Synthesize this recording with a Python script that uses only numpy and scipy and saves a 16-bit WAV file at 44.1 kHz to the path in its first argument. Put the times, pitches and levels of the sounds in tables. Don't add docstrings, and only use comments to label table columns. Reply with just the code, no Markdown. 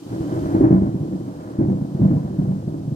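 import sys
import numpy as np
from scipy import signal
from scipy.fft import rfft, irfft, next_fast_len
from scipy.io import wavfile
from scipy.ndimage import uniform_filter1d

SR = 44100
rng = np.random.default_rng(int(sys.argv[2]) if len(sys.argv) > 2 else 0)


def makeup_ratio(level_db):
    decades = np.asarray(level_db, float) / 20
    return 10 ** decades


def unload_wav(signal):
    wavfile.write(
        sys.argv[1],
        SR,
        np.round(np.clip(np.atleast_2d(signal).T, -1, 1) * 32767).astype(np.int16),
    )


N = 130095
T_S = np.arange(N) / SR
PAD = next_fast_len(N + SR)
HZ = np.arange(PAD // 2 + 1) * SR / PAD + 1e-3

# [start_s, long_db, short_re_long_db, deep_re_long_db]
ROLL_ROWS = [(0.0, -49.5, 11.5, -8.5), (0.12, -30, 2.5, 1.5), (0.27, -29.5, 6.5, -9.5), (0.38, -29, 7, 3.5),
             (0.72, -23.5, 0.5, 1), (1.17, -26, -1, -17.5), (1.28, -29.5, -4.5, -14.5),
             (1.54, -33.5, 3.5, -5.5), (1.81, -28, -5, -27), (2.32, -25, -7, -10), (2.95, -31.5, -1, 0.5)]
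# [start_s, peak_db, short_share_db, deep_share_db]
CLAP_ROWS = [(0.059, -25.5, -11, -13.5), (0.124, -18.5, -0.5, -14), (0.202, -10.5, -10.5, -13.5),
             (0.316, -13, -3, -15), (0.369, -18.5, -17.5, -19), (0.452, -24, 4, -15.5),
             (0.543, -1, -1.5, -35.5), (0.702, 3, -4.5, -23), (0.816, -1, -11, -14.5),
             (0.869, -7.5, -18.5, -15), (0.946, -8.5, -16, -27), (1.003, -11, -8, -33.5),
             (1.129, -14.5, -17, -19.5), (1.207, -18, -5.5, -23), (1.274, -19.5, 0.5, -22.5),
             (1.587, -3.5, -9, -19.5), (1.607, -1, -7.5, -29.5), (1.806, -7, -27, -28.5),
             (1.842, -9, -31.5, -26.5), (1.943, -11, -13, -20), (1.99, -6, -8, -26), (2.105, 0, -10, -24.5),
             (2.244, -12, -15, -18.5), (2.297, -17.5, -19.5, -20), (2.384, -5.5, -27, -21),
             (2.672, -11.5, -7.5, -25), (2.737, -15, -5.5, -27.5), (2.873, -14, -18.5, -32),
             (2.914, -11.5, -24, -20.5)]
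# [start_s, peak_db, short_share_db, deep_share_db]
PEAL_ROWS = [(0.604, -5, 2, -12), (0.634, -8.5, 1.5, -17), (0.721, -2.5, -13.5, -23),
             (1.624, -10.5, -20.5, -11), (1.678, -6, -11.5, -22.5), (1.724, -12, -9.5, -23.5),
             (2.012, 0.5, -21, -24), (2.044, -15.5, -19, -29.5), (2.129, -5, -21, -20),
             (2.409, -12.5, -10, -19), (2.476, -8.5, -24.5, -23)]
# [freq_hz, density_db]
LONG_COLOUR = [(30, -61), (80, -16.5), (120, -6), (180, -3.5), (235, -4.5), (330, -31), (600, -50.5),
               (3000, -130)]
# [freq_hz, density_db]
SHORT_COLOUR = [(150, -31.5), (235, -21.5), (275, -4.5), (325, 0), (390, -11.5), (450, -24.5), (700, -42.5),
                (3000, -130)]
# [freq_hz, density_db]
DEEP_COLOUR = [(15, -19), (30, -8.5), (60, -5.5), (95, 4.5), (125, 11), (170, -35), (400, -72),
               (2000, -140)]
# [pitch_hz, width_hz, gain_db]
PORCH_MODES = [(85.2, 11, -5.5), (135, 5.3, 4), (155, 6.7, 9.5), (190.6, 5.7, 10.5), (285.8, 6.5, 10),
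               (323.5, 5.3, 9), (373.3, 14, 6), (501, 12, 6), (618.7, 30, 3.5), (788, 13, 3.5),
               (995, 32, 6.5)]
# [freq_hz, level_db]
SCATTER_COLOUR = [(30, -12.5), (110, -52), (250, -17.5), (600, -0.5), (1300, -1.5), (3000, 9)]
# [freq_hz, density_db]
CRACKLE_COLOUR = [(250, -39), (420, -0.5), (520, 0), (700, -3), (900, -11), (1200, -22.5), (1600, -48),
                  (5000, -100)]
# [freq_hz, density_db]
EDGE_COLOUR = [(500, -43.5), (1000, -5), (1500, 1.5), (2000, -9), (2500, -20), (3200, -30.5), (8000, -83.5)]
# [time_s, gain_db]
NEARNESS_DB = [(0, -7.5), (.1, 1), (.25, 1.5), (.5, 3), (.65, 2.5), (.8, 0.5), (.95, -3), (1.3, -2),
               (1.47, 2), (1.62, -0.5), (1.85, -3), (2.05, -0.5), (2.3, -1), (2.5, -2), (2.95, -4.5)]
# [freq_hz, density_db]
RAIN_COLOUR = [(1500, -20), (2400, -3.5), (3300, -2.5), (4400, -1), (8800, -5), (9600, -8.5), (12300, -10),
               (15500, -14.5)]
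# [freq_hz, density_db]
ROAR_COLOUR = [(71, -53), (120, -14), (327, 1), (452, -12), (1190, -15.5), (1280, -17.5), (2600, -38.5),
               (3380, -54.5), (5720, -120)]
# [time_s, gain_db]
AUTO_GAIN = [(0, 0.8), (.1, 3), (.3, 4.4), (.53, 4.2), (.6, 1.5), (.7, -2), (1.45, -1), (1.62, -3.5),
             (1.95, -1.5), (2.1, -2), (2.95, -2.5)]

ATTACK_S, RELEASE_S, CLAP_HOLD_S, PEAL_HOLD_S = 0.012, 0.012, 0.014, 0.045
STROKE_TRIM_DB, SHORT_TRIM_DB, DEEP_TRIM_DB = -8, 3, 8
WAVES_PER_S, WAVE_SPREAD_DB = 500, 1.02
EVENING_S, EVENING = 0.0286, 0.61
LEAD_DELAY_S, LEAD_DB, LEAD_CRACKLE_DB = 0.006953, 26.5, 26
SCATTER_S, RIGHT_LAG_S, LEFT_DB = 0.049, 0.00038, -0.78
CRACKLE_DB, CRACKLE_SMEAR_S, CRACKLE_FOLLOWS, CRACKLE_SHARED = -25, 0.014, 0.62, 0.9
EDGE_DB, EDGE_FOLLOWS, EDGE_NEARNESS = -45.5, 0.35, 2
RAIN_DB, PATCHY_DB, DROPS_PER_S, DROPS_DB = -56.5, 0.3, 1200, -19
INSECT_HZ, INSECT_WIDTH_HZ, INSECT_DB = 3086, 100, -68
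INSECT_FADE_DB_PER_S, INSECT_THROB_DB = 1.8, 0.7
ROAR_DB = -51


def rms_one(x):
    return x / np.sqrt(np.mean(x ** 2) + 1e-20)


def curve(points):
    return np.interp(T_S, *np.transpose(points))


def colour(points):
    hz, db = np.transpose(points)
    return makeup_ratio(np.interp(np.log(HZ), np.log(hz), db))


def shaped(x, response):
    return irfft(rfft(x, PAD) * response, PAD)[..., :N]


def clicks(rate_per_s, spread_db):
    sizes = makeup_ratio(spread_db * np.minimum(rng.exponential(1, N), 4))
    sizes = sizes * rng.choice([-1, 1], N)
    return sizes * (rng.random(N) < rate_per_s / SR)


def evened(x):
    power = uniform_filter1d(rms_one(x) ** 2, int(EVENING_S * SR)) + 0.13
    return rms_one(x / power ** (EVENING / 2))


def drift(rate_hz):
    r = np.exp(-2 * np.pi * rate_hz * 40 / SR)
    noise = rng.standard_normal(N // 40 + 2002)
    slow = signal.lfilter([1], [1, -2 * r, r * r], noise)[2000:]
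    return np.interp(np.arange(N) / 40, np.arange(len(slow)), rms_one(slow))


def wave_strength():
    start_s, level_db, short_db, deep_db = np.transpose(ROLL_ROWS)
    power = np.array([makeup_ratio(2 * np.interp(T_S, start_s, level_db + share_db))
                      for share_db in (0, short_db, deep_db)])
    for rows, hold_s in ((CLAP_ROWS, CLAP_HOLD_S), (PEAL_ROWS, PEAL_HOLD_S)):
        for start_s, peak_db, short_db, deep_db in rows:
            age_s = T_S - start_s
            rise = np.sin(np.pi / 2 * np.clip(age_s / ATTACK_S + 0.5, 0, 1)) ** 4
            fall = np.exp(-2 * np.clip(age_s - hold_s, 0, 1) / RELEASE_S)
            short = makeup_ratio(2 * (short_db + SHORT_TRIM_DB))
            deep = makeup_ratio(2 * (deep_db + DEEP_TRIM_DB))
            shares = np.array([[max(1 - short - deep, 0.1)], [short], [deep]])
            power += makeup_ratio(2 * (peak_db + STROKE_TRIM_DB)) * shares * rise * fall
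    return np.sqrt(power)


def lead_shocks(level_db):
    start_s = np.array([row[0] for row in CLAP_ROWS + PEAL_ROWS])
    shocks = np.zeros(N)
    at = ((start_s + LEAD_DELAY_S) * SR).astype(int)
    shocks[at] = makeup_ratio(level_db) * rng.choice([-1, 1], len(start_s))
    return shocks


def porch_response():
    hollows = 1 + sum((makeup_ratio(gain_db) - 1) / (1 + 2j * (HZ - pitch_hz) / width_hz)
                      for pitch_hz, width_hz, gain_db in PORCH_MODES)
    left = makeup_ratio(LEFT_DB) * np.ones_like(HZ)
    right = np.exp(-2j * np.pi * HZ * RIGHT_LAG_S)
    return hollows, np.array([left, right])


def thunder():
    train = rms_one(clicks(WAVES_PER_S, WAVE_SPREAD_DB)) + lead_shocks(LEAD_DB)
    hollows, paths = porch_response()
    waves = np.zeros(N)
    for strength, points in zip(wave_strength(), (LONG_COLOUR, SHORT_COLOUR, DEEP_COLOUR)):
        waves += strength * evened(shaped(train, colour(points)))
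    tail = rng.standard_normal((2, N)) * np.exp(-T_S / SCATTER_S)
    echoes = rfft(rms_one(tail) / np.sqrt(N), PAD)
    return makeup_ratio(-7.5) * shaped(waves, hollows * (paths + colour(SCATTER_COLOUR) * echoes))


def crackle():
    long, short, _ = wave_strength()
    hollows, paths = porch_response()
    near_db = curve(NEARNESS_DB)
    r = np.exp(-1 / (CRACKLE_SMEAR_S * SR))
    smeared = np.sqrt(signal.lfilter([1 - r], [1, -r], short ** 2 + 0.31 * long ** 2))
    shared = rms_one(clicks(1200, 3.4)) + lead_shocks(LEAD_CRACKLE_DB)
    fronts = CRACKLE_SHARED * shared + 0.5 * rng.standard_normal((2, N))
    body = rms_one(shaped(fronts, colour(CRACKLE_COLOUR)))
    body = makeup_ratio(CRACKLE_DB + near_db) * smeared ** CRACKLE_FOLLOWS * body
    edge = rms_one(shaped(fronts, colour(EDGE_COLOUR)))
    edge = makeup_ratio(EDGE_DB + EDGE_NEARNESS * near_db) * smeared ** EDGE_FOLLOWS * edge
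    return shaped(body + edge, hollows * paths)


def rain():
    drops = np.array([rms_one(clicks(DROPS_PER_S, 9.0)) for _ in range(2)])
    hiss = rng.standard_normal((2, N)) + makeup_ratio(DROPS_DB) * drops
    level_db = RAIN_DB + PATCHY_DB * drift(23.3)
    return makeup_ratio(level_db) * rms_one(shaped(hiss, colour(RAIN_COLOUR)))


def roar():
    noise = rng.standard_normal((3, N))
    return makeup_ratio(ROAR_DB) * rms_one(shaped(noise[0] + 0.22 * noise[1:], colour(ROAR_COLOUR)))


def insect():
    band = 1 / (1 + (2 * (HZ - INSECT_HZ) / INSECT_WIDTH_HZ) ** 2)
    trill = shaped(rng.standard_normal((2, N)), band)
    level_db = INSECT_DB - INSECT_FADE_DB_PER_S * T_S + INSECT_THROB_DB * drift(2.7)
    return makeup_ratio(level_db) * np.array([evened(side) for side in trill])


def auto_gain():
    return makeup_ratio(curve(AUTO_GAIN))


def scene():
    return thunder() + crackle() + auto_gain() * (rain() + insect() + roar())


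def roll_off(x):
    return signal.sosfilt(signal.butter(12, 15740, fs=SR, output="sos"), x)


def record(dry):
    rounded = 1.8 * np.tanh(dry / 1.8)
    top_cut = signal.cheby2(16, 60, 16240, fs=SR, output="sos")
    mix = signal.sosfilt(top_cut, rounded)
    return roll_off(mix)


dry = scene()
out = record(dry)
unload_wav(out)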